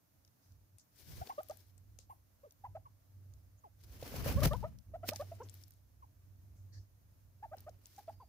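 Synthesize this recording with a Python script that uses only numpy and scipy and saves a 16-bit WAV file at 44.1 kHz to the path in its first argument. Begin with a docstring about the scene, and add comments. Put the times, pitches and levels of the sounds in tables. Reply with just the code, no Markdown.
"""Over a quiet woodland floor of noise and a low hum of sine and filtered noise, two hornbills flurry in at 1 s.
Feathers hiss and strokes rush (shaped noise), downwash buffets the ports; gliding tones cluck to 2.9 s.
At 4 s they spar loudest on a seed-strewn stump: claps of noise, hollow thumps of short ringing modes, crackling
ticks of claws, bills and seeds, then clucks and a hop at 5.1 s. After a lull with soft rustles, clucks and feathers
return at 7.4 s. Faint far notes of narrow noise come near 3.6, 6.7 and 8.1 s; trunks scatter dull echoes."""
import sys
import numpy as np
from scipy import signal
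from scipy.fft import rfft, irfft, next_fast_len
from scipy.io import wavfile
from scipy.ndimage import uniform_filter1d

SR = 44100
rng = np.random.default_rng(int(sys.argv[2]) if len(sys.argv) > 2 else 0)


def store_wav(level_fs):
    """Save 16-bit WAV to argv[1]."""
    pcm = np.round(np.clip(np.atleast_2d(level_fs), -1, 1) * 32767)
    wavfile.write(sys.argv[1], SR, pcm.T.astype(np.int16))


N = 365148

# clucks: (time [s], length [ms], held pitch [Hz], top pitch [Hz], top reached after [ms], flick up to it [ms],
#          level before shaping [dB], fade over the note [dB], second harmonic before bill shaping [dB],
#          left lead [ms])
CLUCK_NOTES = [(1.214, 24.5, 682, 815, 14.4, 6.3, -35, 13.5, -17, 0.41),
               (1.294, 37, 743, 1110, 15.4, 8.3, -30.5, 21.5, -21, 0.38),
               (1.379, 35.5, 561, 790, 31, 5.3, -31.5, 12, -10.5, 0.27),
               (1.497, 24.7, 574, 824, 20.6, 5, -34.5, 11, -16.5, 0.21),
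               (2.095, 40, 806, 1100, 18.2, 10.6, -44.5, 9, -30, 0.37),
               (2.43, 53, 517, 617, 24.2, 8.4, -48, 11, -15.5, 0.3),
               (2.638, 36.6, 784, 1017, 19.7, 10.6, -38.5, 11, -27, 0.15),
               (2.751, 29, 607, 818, 18.3, 3.5, -38, 10, -21, 0.14),
               (2.855, 20, 557, 568, 3.6, 1.95, -77, 4, 25.5, -0.41),
               (3.635, 46, 604, 428, 16, 12.6, -66.5, 12.5, 17, -0.4),
               (4.257, 53, 484, 620, 18.3, 8.1, -39, 7, -11, 0.15),
               (4.369, 29, 512, 585, 26, 10.4, -39.5, -6.5, -9, .057),
               (4.417, 33, 554, 631, 16.5, 10.7, -31, 9.5, -6.5, 0.1),
               (4.509, 32, 551, 743, 33, 8.2, -33.5, 4.5, -6.5, 0.12),
               (4.533, 29.3, 422, 513, 23.7, 20, -41, 9.5, 5.5, .031),
               (4.628, 26, 413, 492, 16, 7.4, -47, 9, 8.5, 0),
               (4.638, 33.4, 569.5, 665, 53, 3.8, -32, 14.5, -12, 0.16),
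               (4.937, 28.7, 603, 743, 23, 5.9, -38, 3, -22.5, 0.13),
               (5.031, 31.5, 636, 740, 18, 6.3, -35.5, 16, -15, .077),
               (5.118, 27.7, 585, 880, 21, 7.8, -35, 11.5, -17.5, .073),
               (5.195, 34.5, 534, 786, 31, 5, -34.5, 4, -13, .08),
               (5.318, 21, 637, 698, 12, 5.1, -36.5, 18.5, -31, 0.074),
               (5.399, 43.5, 419, 530, 24, 5.7, -42.5, 12.5, -2, -.054),
               (6.023, 26, 550, 542, 3.9, 2, -78.5, 8, 26.5, -0.39),
               (7.425, 36.4, 774, 903, 20.4, 17.3, -42, 2, -21, 0.14),
               (7.513, 35.8, 576, 811, 26.7, 6.9, -48.5, -9.5, -13.5, .12),
               (7.664, 29.6, 580, 753, 22, 4.7, -49, -7.5, -14, .11),
               (7.981, 23.7, 775, 848, 14, 8, -43.5, 10.5, -23, .04),
               (8.079, 26, 629, 870, 20.4, 5.4, -39, 4.5, -25.5, 0.064),
               (8.197, 46, 451, 527, 13.7, 8.5, -66.5, 9, 16.5, 0)]
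# flurries of wings and feathers: (time [s], hiss [dB], dull rush of the stroke [dB])
WING_FLURRIES = [
    [(0.93, -79.5, -105), (0.99, -65, -76), (1.13, -56.5, -62), (1.25, -63, -67.5), (1.28, -59, -63),
     (1.35, -69.5, -78), (1.46, -71, -79), (1.52, -67.5, -73.5), (1.7, -76.5, -94)],
    [(3.78, -87, -93), (3.81, -71.5, -85), (3.86, -74, -76), (3.93, -63, -67.5), (3.99, -66, -66.5),
     (4.03, -55.5, -54.5), (4.11, -57.5, -58), (4.2, -48.5, -45), (4.23, -56, -51.5), (4.26, -44.5, -42),
     (4.4, -54.5, -51.5), (4.45, -53.5, -46.5), (4.51, -56.5, -61), (4.75, -83, -77)],
    [(5.04, -76.5, -62), (5.09, -42, -70), (5.12, -66.5, -59), (5.17, -58.5, -77), (5.23, -64.5, -66),
     (5.35, -73.5, -80), (5.42, -74.5, -67), (5.55, -67, -75), (5.69, -78, -93), (5.78, -80, -101)],
    [(7.54, -103, -84), (7.58, -71, -68.5), (7.64, -77, -78.5), (7.79, -92, -85), (7.86, -70, -85.5),
     (7.99, -68.5, -75), (8.14, -75.5, -78)],
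]
# place of the moving bird: (time [s], left-right [dB])
BIRD_SIDE = [(1.1, 5.5), (1.7, 4), (3.8, 2), (5.2, 0), (5.6, 3), (7.6, 0)]
# wing claps: (time [s], nominal peak [dB], swell time constant [ms], tail time constant [ms], left-right [dB])
WING_CLAPS = [(4.434, -26, 2.2, 12, 1), (4.458, -22, 6.5, 1.8, 2), (4.474, -33.5, 5.4, 5.8, -4),
              (5.091, -22.5, 2.7, 1.04, -2), (5.097, -46.5, 2.3, 3.7, -26), (5.164, -50, 3, 4.4, -1)]
# claws, bills and seeds on wood: (time [s], peak before panning [dB], centre, held to 15 kHz at most [Hz],
#                                  left-right [dB])
WOOD_TICKS = [(0.249, -54, 5630, 3), (0.277, -56, 5100, 4.5), (0.521, -58.5, 5600, 4),
              (0.784, -50.5, 9000, 12.5), (0.7966, -51, 6400, 4), (1.2722, -41, 4030, 2),
              (1.4316, -50, 14700, 19), (1.4858, -45, 13800, 12.5), (1.497, -46.5, 6700, 9.5),
              (1.509, -47, 4950, 0.5), (1.5716, -50, 11700, 16), (1.7795, -57, 8000, 20),
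              (1.9879, -42.5, 5840, 12), (2.5082, -50.5, 5700, 4.0), (2.522, -51.5, 13300, 9),
              (3.3374, -58.5, 6050, -11.5), (4.028, -42, 3600, 2), (4.5329, -49, 3160, 34.5),
              (4.787, -49.5, 5100, -8), (5.088, -29, 4800, 4.5), (5.1092, -40, 4180, -3.5),
              (5.134, -39, 5260, 5), (5.1595, -29, 5460, 2.5), (5.211, -44.5, 4060, 0),
              (5.352, -57, 7600, 11), (5.487, -48, 4070, 2), (5.4958, -47, 7140, 19),
              (5.541, -44.5, 13000, 9.5), (5.6264, -55, 12000, 12), (5.6367, -46.5, 5800, 7),
              (5.681, -53, 13100, 12), (5.707, -48.5, 12700, -5.5), (5.72, -55, 5900, -2),
              (5.737, -56, 11000, 6), (7.5686, -53, 14200, 12), (7.5832, -47.5, 4700, 3),
              (7.6045, -44.5, 13000, 0.5), (7.694, -51, 5630, 6), (7.8567, -41.5, 6450, 2.5),
              (7.8677, -48, 14400, 9), (7.948, -63, 3500, -6), (7.9805, -54, 5790, -5),]
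# hollow thumps of wingbeats and knocks: (time [s], level before the mode levels [dB], hardness [dB per octave])
THUMPS = [(1.273, -50, 11), (1.989, -55.5, 9.5), (4.026, -32, 3.5), (4.118, -41, 4), (4.141, -32.5, 0),
          (4.261, -27.5, -3), (4.343, -38, 1), (4.461, -25, -7), (4.597, -57, 0), (5.09, -34, 13)]
# short ringing modes shared by all thumps: (frequency [Hz], level [dB], 60 dB decay [ms])
THUMP_MODES = [(147, -6, 67), (318, 2, 14), (514, 4, 17), (630, -7, 12), (1280, -13.5, 5.2),
               (2540, -12, 5.3)]
# soft rustles of feet and feathers: (time [s], length [ms], centre [Hz], width of each resonance [Hz],
#                                     rms before the fade shape [dB])
FOOT_RUSTLES = [(.41, 250, 5400, 2500, -76), (.785, 81, 6100, 3000, -64), (1.99, 96, 5100, 5100, -63.5),
                (2.09, 140, 12500, 6130, -68), (5.43, 42, 6070, 2000, -60.5), (6.55, 200, 6500, 2970, -77),
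                (6.72, 180, 5440, 2080, -65)]
# downwash on the ports: (time [s], level [dB], left-right [dB])
PORT_DOWNWASH = [
    [(1.0, -71, 3), (1.09, -53.5, 1), (1.13, -48, -1), (1.17, -55, -1), (1.22, -45, 4), (1.26, -86, 0)],
    [(3.95, -70, -7), (4.02, -53, -7), (4.07, -61, -4), (4.2, -42, 0), (4.33, -38.5, 1),
     (4.36, -28.5, -5.5), (4.41, -40.5, 27), (4.48, -29, -4), (4.51, -45, 24.5), (4.66, -48, 10.5),
     (4.72, -53, -5), (4.79, -61, 20), (4.82, -67, 7)],
]
# low hum: (time [s], upper hum [dB], lower rumble [dB])
LOW_HUM = [
    [(0.0, -89.5, -86), (0.298, -70, -72), (0.35, -92, -98), (0.526, -60.5, -69), (0.656, -67.5, -70),
     (0.678, -73, -97), (0.754, -62, -72), (0.84, -93, -86), (0.976, -72, -72), (1.0, -87, -74)],
    [(1.3, -70.5, -77), (1.88, -61, -64), (2.55, -78.5, -77), (2.7, -55.5, -60.5), (3.04, -70, -73),
     (3.17, -57, -69), (3.2, -53.5, -86), (3.31, -58.5, -60.5), (3.69, -72, -72), (3.9, -59, -57)],
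    [(4.82, -73, -83), (4.89, -57, -52), (5.38, -50.5, -68), (5.9, -68.5, -68), (6.81, -53.5, -60),
     (6.86, -67.5, -68.5), (7.72, -60.5, -63.5), (7.93, -71.5, -73), (8.18, -60.5, -62.5),
     (8.28, -80, -67.5)],
]
# faint far notes: (time [s], length [ms], centre [Hz], width of each resonance [Hz],
#                   rms before the swell shape [dB])
FAR_NOTES = [(6.72, 75, 1750, 250, -75), (6.72, 80, 4500, 450, -71), (3.575, 30, 6600, 500, -77),
             (8.085, 105, 4850, 90, -80), (8.19, 130, 4700, 90, -82)]
# relative spectra of feather hiss, wing stroke, port buffeting and floor: (frequency [Hz], density [dB per Hz])
FEATHER_SPECTRUM = [(1410, -11), (2400, -10), (2540, -14.5), (3430, -8.5), (3710, -8), (5600, -5),
                    (8120, -14), (12100, -8), (15200, -5), (15900, -15)]
STROKE_SPECTRUM = [(200, 0.5), (450, -5), (900, -10.5), (1900, -15.5), (3200, -15.5)]
BUFFET_SPECTRUM = [(30, -36), (50, 11.5), (80, 8.5), (130, 3.5), (250, -11), (400, -33), (700, -34)]
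WOODS_SPECTRUM = [(71, -37.5), (120, -6.5), (128, -10), (245, -17.5), (289, -14), (369, -25.5), (642, -20),
                  (740, -24.5), (1340, -27.5), (3230, -35), (6340, -30), (8100, -36.5), (13800, -27),
                  (15900, -29.5)]

# pitch of the clucks
CLIMB_HZ_PER_MS = 3.66  # the held note creeps up
ONSET_HZ, ONSET_MS = 96.3, 1.25  # held notes start a little sharp, arched ones flat
SAG_MS, SAG_SHARE = 10.8, 0.48  # the pitch sags past its top, slower the more of the note is left
REST_SHARE = .62  # pitch at rest, as a share of the lower of held and top pitch
# level and overtones of the clucks
STRAIN_DB_PER_OCTAVE = 3  # the voice thins as it is pushed up
ROUND_DB = 3.5  # the level arches over the note
SHIMMER_DB = 1  # the level of the voice shakes too
BILL_WIDEST, BILL_DB = 0.38, 23  # share of the note when the bill is widest; overtone loss away from it
SHUT_DB, SHUT_MS = 4, 3.4  # the overtones drop around the top of the pitch
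# faint ticks at random while feathers move: rate, most they rise over the hiss, loudest
PATTER_PER_S, PATTER_DB, PATTER_TOP_DB = 28, 13, -58
WOODS_DB = -74.5
CUTOFF_HZ = 15950


def amp(db):
    """dB to gain."""
    return 10 ** (np.asarray(db) / 20)


def rms_one(x):
    """Scale to rms 1."""
    return x / np.sqrt(np.mean(x ** 2) + 1e-20)


def sides(pan_db):
    """Gains of left and right for a left-right difference."""
    return np.array([amp(pan_db / 2), amp(-pan_db / 2)])


def in_time(tables):
    """A gate that is open while a table lasts, then the columns of the curves per sample."""
    t = np.arange(N) / SR
    s, *columns = np.transpose(np.vstack(tables))
    gate = 0
    for table in tables:
        start, end = table[0][0], table[-1][0]
        gate = gate + np.interp(t, [start - .02, start, end, end + .02], [0, 1, 1, 0])
    return [gate] + [np.interp(t, s, column) for column in columns]


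def drift(rate_hz):
    """Slow random wander with spread 1: noise through two equal lowpass poles, made at SR / 40."""
    r = np.exp(-80 * np.pi * rate_hz / SR)
    white = rng.standard_normal(N // 40 + 2002)
    slow = signal.lfilter([1], [1, -2 * r, r * r], white)[2000:]
    return np.interp(np.arange(N) / 40, np.arange(len(slow)), rms_one(slow - slow.mean()))


def coloured(spectrum, alike_hz):
    """Stereo noise of a given spectrum at rms 1, ever more alike on both sides below alike_hz."""
    size = next_fast_len(N)
    hz = np.maximum(np.arange(size // 2 + 1) * SR / size, 1)
    points = np.array(spectrum)
    shape = amp(np.interp(np.log(hz), np.log(points[:, 0]), points[:, 1], left=-90, right=-90))
    alike = 1 / (1 + (hz / alike_hz) ** 2)
    mid, side = rfft(rng.standard_normal((2, size))) * shape
    both = np.sqrt(1 + alike) * mid + np.sqrt(1 - alike) * side * [[1], [-1]]
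    return rms_one(irfft(both, size)[:, :N])


def resonate(x, hz, width_hz):
    """One resonance, gain 1 on top."""
    r = np.exp(-np.pi * width_hz / SR)
    return signal.lfilter([(1 - r * r) / 2, 0, (r * r - 1) / 2], [1, -2 * r * np.cos(2 * np.pi * hz / SR), r * r], x)


def resonate_twice(x, hz, width_hz):
    """The same resonance two times over, for steeper skirts."""
    return resonate(resonate(x, hz, width_hz), hz, width_hz)


def add(out, s, piece):
    """Mix a stereo piece in at time s."""
    at = round(s * SR)
    out[:, at:at + piece.shape[1]] += piece[:, :N - at]


def puffs(table, shape):
    """Noise twice through one resonance: narrow ones whistle, broad ones rustle."""
    out = np.zeros((2, N))
    for s, ms, hz, width_hz, level_db in table:
        size = round(ms * SR / 1000)
        tone = resonate_twice(rng.standard_normal((2, 12000)), hz, width_hz)
        add(out, s, amp(level_db) * rms_one(tone[:, -size:]) * shape(np.arange(size) / size))
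    return out


def cluck_pitch(t, ms, held_hz, top_hz, top_ms, flick_ms):
    """The pitch creeps up, flicks to its top and arches over towards rest."""
    climb = CLIMB_HZ_PER_MS * np.clip(t, 0, top_ms - flick_ms)
    onset = ONSET_HZ * (1 - 2 * flick_ms / top_ms) * np.exp(-np.maximum(t, 0) / ONSET_MS)
    held = held_hz + climb + onset
    flick = np.sin(np.pi / 2 * np.clip(1 + (t - top_ms) / flick_ms, 0, 1))
    rest = REST_SHARE * min(held_hz, top_hz)
    sag_ms = SAG_MS + SAG_SHARE * (ms - top_ms)
    sag = np.exp(-(np.maximum(t - top_ms, 0) / sag_ms) ** 1.61)
    hz = rest + (held + (top_hz - held) * flick - rest) * sag
    return uniform_filter1d(hz, round(0.0015 * SR))


def clucks(third_db=-14, edge_ms=3.4, close_ms=7.5, waver=.015, breath_db=-34):
    """Each cluck is a short gliding tone with two overtones and some breath, offset in time between the ports."""
    out = np.zeros((2, N))
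    for s, ms, held_hz, top_hz, top_ms, flick_ms, start_db, loss_db, second_db, lead_ms in CLUCK_NOTES:
        t = np.arange(-8, ms + 14, 1000 / SR)  # ms
        hz = cluck_pitch(t, ms, held_hz, top_hz, top_ms, flick_ms)
        level_db = start_db - loss_db * t / ms - ROUND_DB * (2 * t / ms - 1) ** 2
        level_db -= STRAIN_DB_PER_OCTAVE * np.log2(hz / held_hz)
        # the voice opens and shuts within a few cycles
        level_db -= 6 * (np.maximum(0.17 * ms - t, 0) / edge_ms) ** 2
        level_db -= 6 * (np.maximum(t - 0.83 * ms, 0) / close_ms) ** 2
        white = rng.standard_normal((2, 4000))
        shake = uniform_filter1d(white[0], 60)[:len(t)] * np.sqrt(60)
        phase = 2 * np.pi * np.cumsum(hz * (1 + waver * shake)) / SR
        # the overtones fade as the bill closes, unless they carry the note
        bill_db = -BILL_DB * (t / ms - BILL_WIDEST) ** 2 - SHUT_DB * np.tanh((t - top_ms) / SHUT_MS) / 2
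        closing = amp(bill_db * (second_db < 0))
        second = amp(second_db) * np.sin(2 * phase + 1)
        third = amp(min(second_db, 0) + third_db) * np.sin(3 * phase)
        voice = np.sin(phase) + closing * (second + third)
        # breath pulses with each cycle of the voice
        breath = rms_one(resonate_twice(white[1], 1900, 1800))[:len(t)] * (1 + np.sin(phase))
        voice = voice + breath * amp(breath_db + max(second_db, 0))
        voice = voice * amp(level_db + SHIMMER_DB * shake[::-1])
        add(out, s - .008, np.array([np.interp(t + k * lead_ms / 2, t, voice) for k in (1, -1)]))
    return out


def wings(flutter_db=2.0, grain_db=0.3, flap_db=3.0):
    """Air tears past feather edges (hiss) and breaks round the wing in lumps (dull rush); claps burst with both."""
    gate, hiss_db, rush_db = in_time(WING_FLURRIES)
    side = sides(in_time([BIRD_SIDE])[1])
    feather, stroke = coloured(FEATHER_SPECTRUM, 1800), coloured(STROKE_SPECTRUM, 530)
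    lumps = drift(21)
    # single feathers snap past each other at random, 60 per second: short bursts on top of the hiss
    snaps = (rng.random(N) < 60 / SR) * rng.exponential(0.4, N)
    ragged = 1 + signal.lfilter([1], [1, -np.exp(-400 / SR)], snaps)
    hiss = amp(hiss_db + flutter_db * lumps + grain_db * drift(180)) * rms_one(ragged) * feather
    rush = amp(rush_db + flap_db * lumps) * stroke
    out = gate * side * (hiss + rush)
    t = np.arange(N) / SR
    for s, peak_db, swell_ms, tail_ms, side_db in WING_CLAPS:
        shape = np.exp(np.minimum((t - s) / swell_ms, (s - t) / tail_ms) * 1000)
        # 9.5 dB leaves room for the peaks of the noise
        out += amp(peak_db - 9.5) * shape * sides(side_db)[:, None] * (feather + stroke)
    return out


def ticks(colour=0.55, broad_db=-9, ms=2.16, apart_ms=.025):
    """A few milliseconds of crackle through a peak, with a broadband edge; the louder side hears it first."""
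    out, t = np.zeros((2, N)), np.arange(1200) / SR
    for s, peak_db, hz, pan_db in WOOD_TICKS + patter():
        white = rng.standard_normal((3, 1200))
        # one noise shared by both sides plus one of its own on each
        burst = (white[0] + 0.78 * white[1:]) * np.exp(-1000 * t / ms) * np.minimum(t * 4000, 1)
        hz = min(hz, 15000)
        tick = resonate_twice(burst, hz, colour * hz) + amp(broad_db) * resonate(burst, 3200, 17000)
        tick = amp(peak_db) * sides(pan_db)[:, None] * tick / np.abs(tick).max()
        add(out, s, tick * [[1], [0]])
        add(out, s + pan_db * apart_ms / 1000, tick * [[0], [1]])  # apart_ms is per dB of pan
    return out


def patter():
    """Rows like those of the ticks, at random moments within the flurries and as loud as these allow."""
    gate, hiss_db, _ = in_time(WING_FLURRIES)
    moments = np.flatnonzero(rng.random(N) < gate * PATTER_PER_S / SR)
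    rows = []
    for i, (loud, high, left) in zip(moments, rng.random((len(moments), 3))):
        peak_db = min(hiss_db[i] + PATTER_DB * loud, PATTER_TOP_DB)
        rows.append((i / SR, peak_db, 4000 * 2.4 ** high, 16 * left - 2))
    return rows


def thumps():
    """Hollow thumps of wingbeats and knocks: decaying sines at shared modes; hard ones favour the high modes."""
    out, t = np.zeros((2, N)), np.arange(4000) / SR
    for s, thump_db, hard_db in THUMPS:
        ring = np.zeros(len(t))
        for hz, mode_db, t60_ms in THUMP_MODES:
            level_db = thump_db + mode_db + hard_db * np.log2(hz / 525)
            ring += np.sin(2 * np.pi * hz * t) * amp(level_db - 60000 * t / t60_ms)
        ring *= np.minimum(t * 500, 1)
        add(out, s, np.array([ring, ring]))
    return out


def rustles():
    """Feet and feathers brush softly: broad noise with a quick rise and a long fade."""
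    return puffs(FOOT_RUSTLES, lambda u: np.minimum(8 * u, 1) * (1 - u) ** 2)


def trunks(x, echo_db=-27, t60_s=.2, dull_hz=2500):
    """Nearby trunks send back a thin, dull scatter of echoes."""
    t = np.arange(SR // 2) / SR
    tail = rng.standard_normal((2, len(t))) * amp(-60 * t / t60_s) * (t > .006)
    tail = signal.lfilter(*signal.butter(1, dull_hz, fs=SR), tail)
    return amp(echo_db) * signal.fftconvolve(x, tail / np.sqrt(np.sum(tail[0] ** 2)), axes=1)[:, :N]


def downwash(lumpy_db=3.0, even=.55):
    """Low buffeting noise, mostly its own on each side; its peaks are evened out, as when a port overloads."""
    gate, level_db, pan_db = in_time(PORT_DOWNWASH)
    buffeting = coloured(BUFFET_SPECTRUM, 55)
    power = uniform_filter1d(buffeting ** 2, 900, axis=1)
    buffeting = rms_one(buffeting / power ** (even / 2))
    lumps = amp(lumpy_db * np.array([drift(29), drift(23)]))
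    return gate * amp(level_db) * sides(pan_db) * lumps * buffeting


def hum(waver_hz=1.3, tone_share=.75):
    """A wavering hum near 96 Hz with a blurred upper skirt, above a broader rumble; nearly alike left and right."""
    _, hum_db, rumble_db = in_time(LOW_HUM)
    white = rng.standard_normal((2, 2, N))
    shared = white[0, 0] + 0.75 * white[1]
    tone = np.sqrt(2) * np.sin(2 * np.pi * np.cumsum(96 + waver_hz * drift(4.03)) / SR)
    blur = rms_one(resonate(resonate(shared, 102.7, 18), 93.6, 40))
    upper = np.sqrt(tone_share) * tone + np.sqrt(1 - tone_share) * blur
    skirt = rms_one(resonate(resonate(shared, 220, 120), 230, 200))
    lower = rms_one(resonate(resonate(white[0, 1] + 0.38 * white[1, ::-1], 60, 33), 56, 71))
    return sides(-2.4)[:, None] * (amp(hum_db) * (upper + amp(-20.5) * skirt) + amp(rumble_db) * lower)


def far_notes():
    """Faint far notes: narrow noise with an even swell and fade."""
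    return puffs(FAR_NOTES, lambda u: np.sin(np.pi * u) ** .5)


def woods():
    """The steady floor of leaves, air and microphone hiss; it breathes a little."""
    breathing = amp(.6 * drift(5))
    return amp(WOODS_DB) * breathing * sides(-1.2)[:, None] * coloured(WOODS_SPECTRUM, 140)


def scene():
    """Birds, their echoes, the air on the ports, the hum, the far notes and the floor."""
    birds = clucks() + wings() + ticks() + thumps() + rustles()
    return birds + trunks(birds) + downwash() + hum() + far_notes() + woods()


def record(dry):
    """The deepest bass is rolled off and the top is cut steeply."""
    dry = signal.sosfilt(signal.butter(2, 32, "high", fs=SR, output="sos"), dry)
    return signal.sosfilt(signal.cheby2(16, 70, CUTOFF_HZ * 1.02, fs=SR, output="sos"), dry)


dry = scene()
out = record(dry)
store_wav(out)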